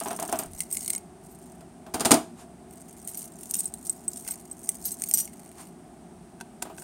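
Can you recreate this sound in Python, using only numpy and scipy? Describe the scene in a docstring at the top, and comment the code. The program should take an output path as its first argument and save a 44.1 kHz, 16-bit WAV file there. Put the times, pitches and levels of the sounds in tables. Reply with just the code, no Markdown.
"""Keys at a plastic cabinet in a carpeted, ventilated room: steady air noise throughout.
A key is worked in a lock and pulled out: catches ring the barrel and panel, the bunch clashes and soft bumps follow.
The flap rattles and knocks shut: noise bursts and decaying modes of latch, flap and hollow body.
A lanyard brush, then keys sorted in the hand: clicks, scrape, chinks and choked ringing partials; another brush.
Last, a key is tapped dully against the next lock and pushed in, with a few catches and a short jingle."""
import sys
import numpy as np
from scipy import signal
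from scipy.fft import rfft, irfft, next_fast_len
from scipy.io import wavfile

SR = 44100
rng = np.random.default_rng(int(sys.argv[2]) if len(sys.argv) > 2 else 0)


def output_pcm(signal):
    """Save a mono or channel-first signal as 16-bit PCM at the path in sys.argv[1].

    Samples are clipped to [-1, 1] before scaling.
    """
    pcm = np.clip(np.atleast_2d(signal).T, -1, 1) * 32767
    wavfile.write(sys.argv[1], SR, np.round(pcm).astype(np.int16))


N = 301203

# All levels are relative; the source functions add the final trim.
# Ventilation and hiss spectrum: f/Hz, level/dB
AIR_SPECTRUM = [(25, -45), (65, -17), (120, -25), (175, -10.5), (205, -14), (240, -11), (300, -20.5),
                (365, -13), (510, -34.5), (690, -18.5), (1000, -32), (2000, -41), (4000, -47.5),
                (7500, -45.5), (8600, -36.5), (11500, -52.5), (15500, -58)]
AIR_DB = -48
CUTOFF_HZ = 15900

# Hand bumps: t/s, level/dB
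HAND_BUMPS = [(.465, -43.5), (.503, -41.5)]
# Bump spectrum: f/Hz, level/dB
BUMP_SPECTRUM = [(20, -10), (50, 3), (90, -2.5), (300, -44.5)]
# Lanyard brushing the hand: centre t/s, level/dB, 1/e half-width/s
LANYARD_BRUSHES = [(2.407, -53, 0.035), (5.605, -50, 0.036)]

# Dull taps of a firmly gripped key, the last ones on the lock: t/s, level/dB
KEY_TAPS = [(1.865, -46), (4.266, -41.5), (4.288, -38), (6.402, -44), (6.41, -31.5), (6.621, -36),
            (6.624, -28.5), (6.782, -36.5), (6.821, -41.5)]
# Lock barrel with a key against it: f/Hz, level/dB, t60/s
BARREL_MODES = [(735, -0.5, 0.037), (938, -4, 0.058), (1542, 3.5, 0.031), (2000, -14, 0.036),
                (2600, -5, 0.024), (3450, -14.5, 0.053), (5750, -8, 0.027)]
# Key or bolt catching in a lock: t/s, panel level/dB, metal crack level/dB
LOCK_CATCHES = [(.010, -34.5, -37), (.058, -30, -55), (0.107, -31.5, -34), (0.189, -33, -44),
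                (.223, -33.5, -54), (0.289, -35.5, -39), (.326, -27.5, -60), (.393, -35, -29.5),
                (.425, -41, -39.5), (.935, -49.5, -49), (1.608, -52, -49), (1.865, -46, -64),
                (6.623, -48, -29), (6.653, -41.5, -66), (6.697, -44.5, -60)]
CATCH_THUD_DB, CATCH_RING_DB = -4.5, -12.5  # hollow body, barrel; re panel

# Flap touching, then seating in its latch: touch t/s, delay to seating/s, body level/dB, latch crack level/dB
FLAP_SLAMS = [(1.939, 0.0034, -31.5, -22), (1.997, 0.0096, -30.5, -20), (2.049, 0.0058, -26, -12),
              (2.108, .008, -17, -5.5), (2.140, 0.0017, -37, -16.5)]
TOUCH_THUD_DB, TOUCH_CLACK_DB, TOUCH_CRACK_DB = -10.5, -1, -7.5  # re slam levels
SEAT_THUD_DB = -2  # re body level
BOUNCE_DELAY_S = .007  # after seating
BOUNCE_THUD_DB, BOUNCE_CLACK_DB, BOUNCE_CRACK_DB = -1.5, -15.5, -15  # re slam levels
# Cabinet walls: f/Hz, level/dB, t60/s
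CABINET_WALL_MODES = [(168, -17, .28), (242, -1, .22), (275, -1, .2), (309, 0, .22), (345, -4, .18),
                      (409, -2, .19)]
# Flap: f/Hz, level/dB, t60/s
CABINET_FLAP_MODES = [(605, -6, .14), (641, 0, .22), (703, 0, .21), (760, -6, .14), (842, -3, .17),
                      (945, -8, .16), (1006, -7, .17), (1070, -9, .16), (1437, -11, .1)]
# Metal latch: f/Hz, level/dB, t60/s
METAL_LATCH_MODES = [(4925, 9.5, 0.049), (7550, -1, 0.13), (8350, 7.5, 0.081), (8900, 10, 0.11),
                     (9700, 0.5, 0.15), (15500, -16, .17)]
# Dense, damped noise of the hollow body: f/Hz, level/dB
THUD_SPECTRUM = [(30, -20.5), (60, -12), (130, -9.5), (220, -1.5), (420, 2.5), (520, -5.5), (1000, -25)]
# Same for the panel: f/Hz, level/dB
PANEL_SPECTRUM = [(300, -11), (520, -27.5), (650, 11.5), (900, 2.5), (1300, -2), (1900, -12), (3000, -12),
                  (6000, -28)]
# Same for the metal crack: f/Hz, level/dB
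CRACK_SPECTRUM = [(600, 3.5), (1500, 1), (2600, -1), (3500, 1), (5000, 2), (6200, 2.5), (7300, 7.5),
                  (7800, 0.5), (8500, 11), (10000, 2.5), (12000, -1.5), (15500, -15.5)]

# Motion of the bunch: start t/s, end t/s, vigour level/dB, blade clack level re click/dB (high: tight grip)
BUNCH_SHAKES = [(0, 0.437, -44.5, -25), (0.547, 0.63, -46.5, -10), (0.724, 0.92, -38, -13),
                (1.244, 1.554, -60.5, -25), (2.73, 2.933, -56, -12), (3.077, 3.246, -43.5, -21),
                (3.41, 3.485, -44, -20), (3.53, 3.66, -41, -34), (3.864, 3.9, -41.5, -33),
                (4.131, 4.233, -44.5, -47), (4.25, 4.314, -38, -12), (4.643, 4.747, -45.5, -22.5),
                (4.84, 4.926, -39, -28), (5.008, 5.12, -44.5, -21), (5.149, 5.22, -30.5, -31),
                (5.30, 5.692, -62, -6), (6.81, 6.83, -42, -14.5)]
SWELL_DB_PER_S, SETTLE_DB_PER_S = 345, 314  # before and after each shake
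RESTLESS_DB, HELD_S = -56.5, (2.7, 5.7)  # vigour floor while in the hand
JOSTLES_PER_S = 36
JOSTLE_DB, JOSTLE_SPREAD_DB = 1.5, 5.5  # re vigour; +/- spread
JOSTLE_TINK_DB = -8  # re click, before spread
# Hard, damped edge-on-edge hits: t/s, level/dB
EDGE_CLICKS = [(.002, -29), (0.084, -31.5), (0.199, -29.5), (.227, -29.5), (.326, -25.5), (.39, -25),
               (0.605, -24.5), (.77, -26), (.879, -25), (0.903, -22.5), (0.933, -26.5), (.95, -30),
               (.98, -36.5), (3.075, -33), (3.51, -25), (3.539, -24), (3.543, -23), (3.553, -24.5),
               (3.605, -26.5), (3.739, -32), (4.133, -36), (4.286, -31), (4.691, -20), (5.02, -25),
               (5.038, -25), (5.112, -25), (5.189, -25), (5.201, -24), (6.624, -27.5)]
CLICK_TINK_DB = -17  # tink re click
# Key swinging free: t/s, tink level/dB, ring level/dB, time until stopped/s
FREE_CHIMES = [(0.388, -35, -33, 0.046), (.584, -38, -47, 0.091), (0.726, -24.5, -30, 0.056),
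               (.961, -26.5, -57, .02), (1.314, -62, -54, 0.055), (3.092, -40, -41, 0.028),
               (3.173, -47, -31.5, 0.025), (3.566, -40, -34, .03), (3.59, -24.5, -30, 0.019),
               (3.656, -23, -52, .06), (3.896, -20.5, -43, 0.037), (4.08, -21.5, -45, .03),
               (4.309, -24.5, -35, .03), (4.513, -31.5, -50, 0.027), (4.854, -38, -25, 0.045),
               (4.918, -28, -37, 0.037), (5.087, -36, -29, 0.023), (5.138, -14.5, -18.5, 0.023),
               (5.179, -38, -25.5, 0.089)]
CHIME_CLICK_DB = -14.5  # click re tink
# Key that hangs free: from t/s, key index
FREE_KEY_ORDER = [(0, 2), (.54, 0), (.66, 2), (4.8, 1), (5, 2), (5.125, 0)]
# Partials of three keys, one list per key: f/Hz, level/dB, t60/s
KEY_PARTIALS = [
    [(2900, -22, .16), (5860, -1, .2), (11420, -7, .07), (11910, -1, .3), (13835, -8, .3), (14375, -6, .17),
     (15580, -8, .1)],
    [(4130, -11, .06), (4950, -12, .06), (6400, -8, .16), (11520, -1, .14), (12380, -3, .16),
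     (13020, -7, .16), (13880, -5, .2), (15560, -7, .12)],
    [(11300, -8, .12), (11950, -7, .2), (13880, -6, .22), (14420, -1, .18), (14600, -7, .08)],
]
# Short bright tink of finger-damped keys: f/Hz, level/dB, t60/s
TINK_PARTIALS = [(8160, 0, .16), (8480, -9, .08), (8700, -12, .06)]
# Dull bending of the key blades: f/Hz, level/dB, t60/s
BLADE_MODES = [(2077, 10, 0.036), (2256, 12, 0.013), (2900, 7, 0.018), (2870, 8, 0.0065), (4320, 10, 0.015)]
# Metal-on-metal contact spectrum: f/Hz, level/dB
CLICK_SPECTRUM = [(500, -50), (1500, -19), (3400, -17), (5000, -9.5), (6200, -2.5), (7300, 0), (7750, -4),
                  (8400, 9.5), (9500, 2), (11000, -3.5), (13000, -6), (15500, -8)]
TICK_CLACK_DB = -3.5  # blade bending by tiny chinks


def from_db(db):
    """Decibels to gain."""
    return 10 ** (np.asarray(db) / 20)


def rms_one(x):
    """Scale to unit rms."""
    return x / np.sqrt(np.mean(x ** 2) + 1e-20)


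def colour(x, spectrum):
    """Minimum-phase filter through spectrum points; white noise keeps its power."""
    size = 2 * next_fast_len(N // 2 + SR // 4)
    hz, db = np.transpose(spectrum)
    bin_hz = np.arange(size // 2 + 1) * SR / size
    gain = rms_one(from_db(np.interp(np.log(bin_hz + 1), np.log(hz), db)))
    # folded cepstrum gives the minimum phase
    cepstrum = irfft(np.log(gain))[:size // 2]
    cepstrum[1:] *= 2
    response = np.exp(rfft(cepstrum, size))
    return irfft(rfft(x, size) * response)[:N]


def high_pass(x, low_hz):
    """Small bodies radiate little bass: second-order high-pass."""
    return signal.sosfilt(signal.butter(2, low_hz, "high", fs=SR, output="sos"), x)


def add(out, s, sound):
    """Mix a sound in at its time."""
    start = int(np.clip(s * SR, 0, N - 1))
    out[start:start + len(sound)] += sound[:N - start]


def impulses(times, sizes):
    """One-sample push at each time, over a tiny floor."""
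    out = np.zeros(N)
    np.add.at(out, np.clip((times * SR).astype(int), 0, N - 1), sizes)
    return out + 1e-18


def bursts(times, db, t60):
    """Each contact frees a decaying puff of noise; overlapping powers add."""
    power_decay = from_db(-60 / (t60 * SR)) ** 2
    power = signal.lfilter([1], [1, -power_decay], impulses(times, from_db(db) ** 2))
    return np.sqrt(power) * rng.standard_normal(N)


def partial(hz, t60, free_s=np.inf):
    """Decaying sine, choked around free_s when the part comes to rest against another."""
    length_s = np.clip(min(t60, 2 * free_s), .005, .5)
    t = np.arange(int(length_s * SR)) / SR
    choke = np.exp(-(t / free_s) ** 3)
    return from_db(-60 * t / t60) * choke * np.sin(2 * np.pi * hz * t)


def strike(times, db, modes, grip=0, free_s=np.inf, scatter_db=2):
    """Each blow rings all modes with random strength and sign; grip is the +/- relative detuning."""
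    out = np.zeros(N)
    total = np.sqrt(sum(from_db(level) ** 2 for _, level, _ in modes) / 2)
    stop_s = np.broadcast_to(free_s, len(times))
    for hz, level_db, t60 in modes:
        chance = rng.uniform(-1.0, 1, (len(times), 3))
        for s, blow_db, free, (size, sign, tuning) in zip(times, db, stop_s, chance):
            gain = from_db(blow_db + level_db + scatter_db * size) * np.sign(sign)
            add(out, s, gain * partial(hz * (1 + grip * tuning), t60, free))
    return out / total


def chinks(times, db, t60, count=7):
    """Each touch wakes brief partials at random frequencies, new ones for every contact."""
    out = np.zeros(N)
    t = np.arange(int(np.clip(t60, .005, .06) * SR)) / SR
    fade = from_db(-60 * t / t60) / np.sqrt(count)
    signs = (-1.) ** np.arange(count)
    partials_hz = rng.uniform(2700, 15800, (len(times), count))
    for s, touch_db, hz in zip(times, db, partials_hz):
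        tones = signs @ np.sin(2 * np.pi * np.outer(hz, t))
        add(out, s, from_db(touch_db) * fade * tones)
    return out


def ventilation():
    """Steady ventilation and hiss: coloured noise."""
    return from_db(AIR_DB) * colour(rng.standard_normal(N), AIR_SPECTRUM)


def room(x, t60=0.36, wall_hz=4500, wet_db=-17):
    """Direct sound plus a weak diffuse tail, dulled by carpet and furniture."""
    t = np.arange(SR // 2) / SR
    tail = rng.standard_normal(len(t)) * from_db(-60 * t / t60) * (t > .006)
    tail /= np.sqrt(np.sum(tail ** 2))
    tail = signal.sosfilt(signal.butter(1, wall_hz, fs=SR, output="sos"), tail)
    return x + from_db(wet_db) * signal.fftconvolve(x, tail)[:N]


def hand():
    """Deep, soft handling bumps and the lanyard brush: noise with decaying and bell-shaped levels."""
    s, db = np.transpose(HAND_BUMPS)
    t = np.arange(N) / SR
    stroke = sum(from_db(level) * np.exp(-((t - at) / width_s) ** 2)
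                 for at, level, width_s in LANYARD_BRUSHES)
    cloth = stroke * rng.standard_normal(N)
    bumps = colour(bursts(s, db, t60=0.28), BUMP_SPECTRUM)
    return bumps + colour(cloth, PANEL_SPECTRUM) + colour(cloth, CRACK_SPECTRUM)


def lock():
    """A pinched key taps dully; each catch rings the barrel, pitch varying with where the key sits."""
    s, db = np.transpose(KEY_TAPS)
    catch_s, panel_db, _ = np.transpose(LOCK_CATCHES)
    barrel = strike(catch_s, panel_db + CATCH_RING_DB, BARREL_MODES, grip=0.17)
    tap_ring = strike(s, db - 2.5, BARREL_MODES)
    tap_noise = colour(bursts(s, db - 3, t60=0.029), CRACK_SPECTRUM)
    return tap_ring + tap_noise + barrel


def blows():
    """Lock catches, then slam touch, seating and one rebound: t/s, thud/dB, clack/dB, crack/dB."""
    catch_s, panel_db, metal_db = np.transpose(LOCK_CATCHES)
    s, delay_s, body_db, latch_db = np.transpose(FLAP_SLAMS)
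    seat_s = s + delay_s
    return np.hstack([
        (catch_s, panel_db + CATCH_THUD_DB, panel_db, metal_db),
        (s, body_db + TOUCH_THUD_DB, body_db + TOUCH_CLACK_DB, latch_db + TOUCH_CRACK_DB),
        (seat_s, body_db + SEAT_THUD_DB, body_db, latch_db),
        (seat_s + BOUNCE_DELAY_S, body_db + BOUNCE_THUD_DB,
         body_db + BOUNCE_CLACK_DB, latch_db + BOUNCE_CRACK_DB)])


def cabinet():
    """Hollow body thuds, flap clacks, metal latch cracks: modes plus damped noise."""
    s, thud_db, clack_db, crack_db = blows()
    thud = strike(s, thud_db - 1.5, CABINET_WALL_MODES)
    thud += colour(bursts(s, thud_db, t60=0.15), THUD_SPECTRUM)
    clack = strike(s, clack_db - 4.5, CABINET_FLAP_MODES)
    clack += colour(bursts(s, clack_db, t60=0.2), PANEL_SPECTRUM)
    crack_noise = bursts(s, crack_db - 1.5, t60=0.042) + bursts(s, crack_db - 19.5, t60=0.23)
    latch = strike(s, crack_db - 11.0, METAL_LATCH_MODES)
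    return high_pass(thud + clack + colour(crack_noise, CRACK_SPECTRUM) + latch, 50)


def vigour(t):
    """Motion level of the bunch in dB: each shake swells, holds and settles."""
    start, end, db, _ = np.transpose(BUNCH_SHAKES)[:, :, None]
    swell_db = SWELL_DB_PER_S * np.maximum(start - t, 0)
    settle_db = SETTLE_DB_PER_S * np.maximum(t - end, 0)
    shakes_db = db - swell_db - settle_db
    held_db = np.where((t > HELD_S[0]) & (t < HELD_S[1]), RESTLESS_DB, -np.inf)
    return np.maximum(shakes_db.max(axis=0), held_db)


def tightness(t):
    """Blade clack re click in dB, set by the grip of the nearest shake."""
    start, end, _, clack_db = np.transpose(BUNCH_SHAKES)
    distance_s = np.maximum(start[:, None] - t, t - end[:, None])
    return clack_db[np.argmin(distance_s, axis=0)]


def sliding_keys():
    """Teeth and edges catch: fine scrape noise and many tiny chinks that also bend the blades."""
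    scrape = from_db(vigour(np.arange(N) / SR) - 8) * rng.standard_normal(N)
    times = np.flatnonzero(rng.random(N) < 170 / SR) / SR  # mean 170 chinks per s
    tick_db = vigour(times) + rng.uniform(-14, 8, len(times))
    blades = strike(times, tick_db + tightness(times) + TICK_CLACK_DB, BLADE_MODES, grip=.06)
    ticks = bursts(times, tick_db + 6.0, t60=0.0056) + chinks(times, tick_db + 4.0, t60=0.027)
    return colour(scrape + ticks, CLICK_SPECTRUM) + high_pass(blades, 1000)


def ringing_keys():
    """The free key rings until stopped, and buzzes against its neighbours."""
    s, _, ring_db, free_s = np.transpose(FREE_CHIMES)
    since_s, number = np.transpose(FREE_KEY_ORDER)
    which = number[np.searchsorted(since_s, s) - 1]
    ring = np.zeros(N)
    for k, modes in enumerate(KEY_PARTIALS):
        own = which == k
        ring += strike(s[own], ring_db[own] - 1, modes, grip=.001, free_s=free_s[own], scatter_db=3)
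    buzz = colour(bursts(s, ring_db - 5.5, t60=0.14), CLICK_SPECTRUM)
    return high_pass(ring, 2700) + buzz


def clashes():
    """Clicks, chimes and random jostling of the bunch: t/s, click/dB, tink/dB."""
    click_s, click_db = np.transpose(EDGE_CLICKS)
    chime_s, tink_db, _, _ = np.transpose(FREE_CHIMES)
    count = int(JOSTLES_PER_S * N / SR)
    when, size, tone = rng.uniform(-1, 1, (count, 3)).T
    jostle_s = (np.arange(count) + .5 + .5 * when) / JOSTLES_PER_S
    jostle_db = vigour(jostle_s) + JOSTLE_DB
    jostle_click_db = jostle_db + JOSTLE_SPREAD_DB * size
    jostle_tink_db = jostle_db + JOSTLE_TINK_DB + JOSTLE_SPREAD_DB * tone
    return np.hstack([(click_s, click_db, click_db + CLICK_TINK_DB),
                      (chime_s, tink_db + CHIME_CLICK_DB, tink_db),
                      (jostle_s, jostle_click_db, jostle_tink_db)])


def clashing_keys():
    """Sharp click with two rebounds, brief chinks, dull blade clack and short tink."""
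    s, click_db, tink_db = clashes()
    contact = bursts(s, click_db + 7, t60=0.0093) + chinks(s, click_db + 0.5, t60=0.032)
    for bounce in (1, 2):  # the second later and weaker
        later_s = s + bounce ** 2 * rng.uniform(.001, .003, len(s))
        contact += bursts(later_s, click_db + 3.5 - 8 * bounce, t60=0.0018)
    clack = strike(s, click_db + tightness(s) + 4, BLADE_MODES, grip=.06)
    tink = strike(s, tink_db + 0.5, TINK_PARTIALS, grip=0.0045, free_s=0.011)
    return colour(contact, CLICK_SPECTRUM) + high_pass(clack, 1200) + high_pass(tink, 5700)


def scene():
    """Keys, lock and cabinet in the room, over dry hand noise and steady air."""
    air = ventilation()
    close = lock() + cabinet() + sliding_keys() + ringing_keys() + clashing_keys()
    return (room(close) + hand() + air)[None]


def record(dry):
    """Clip peaks at full scale, then low-pass steeply."""
    low_pass = signal.ellip(10, .2, 70, CUTOFF_HZ, fs=SR, output="sos")
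    return signal.sosfilt(low_pass, np.clip(dry, -1, 1))


dry = scene()
out = record(dry)
output_pcm(out)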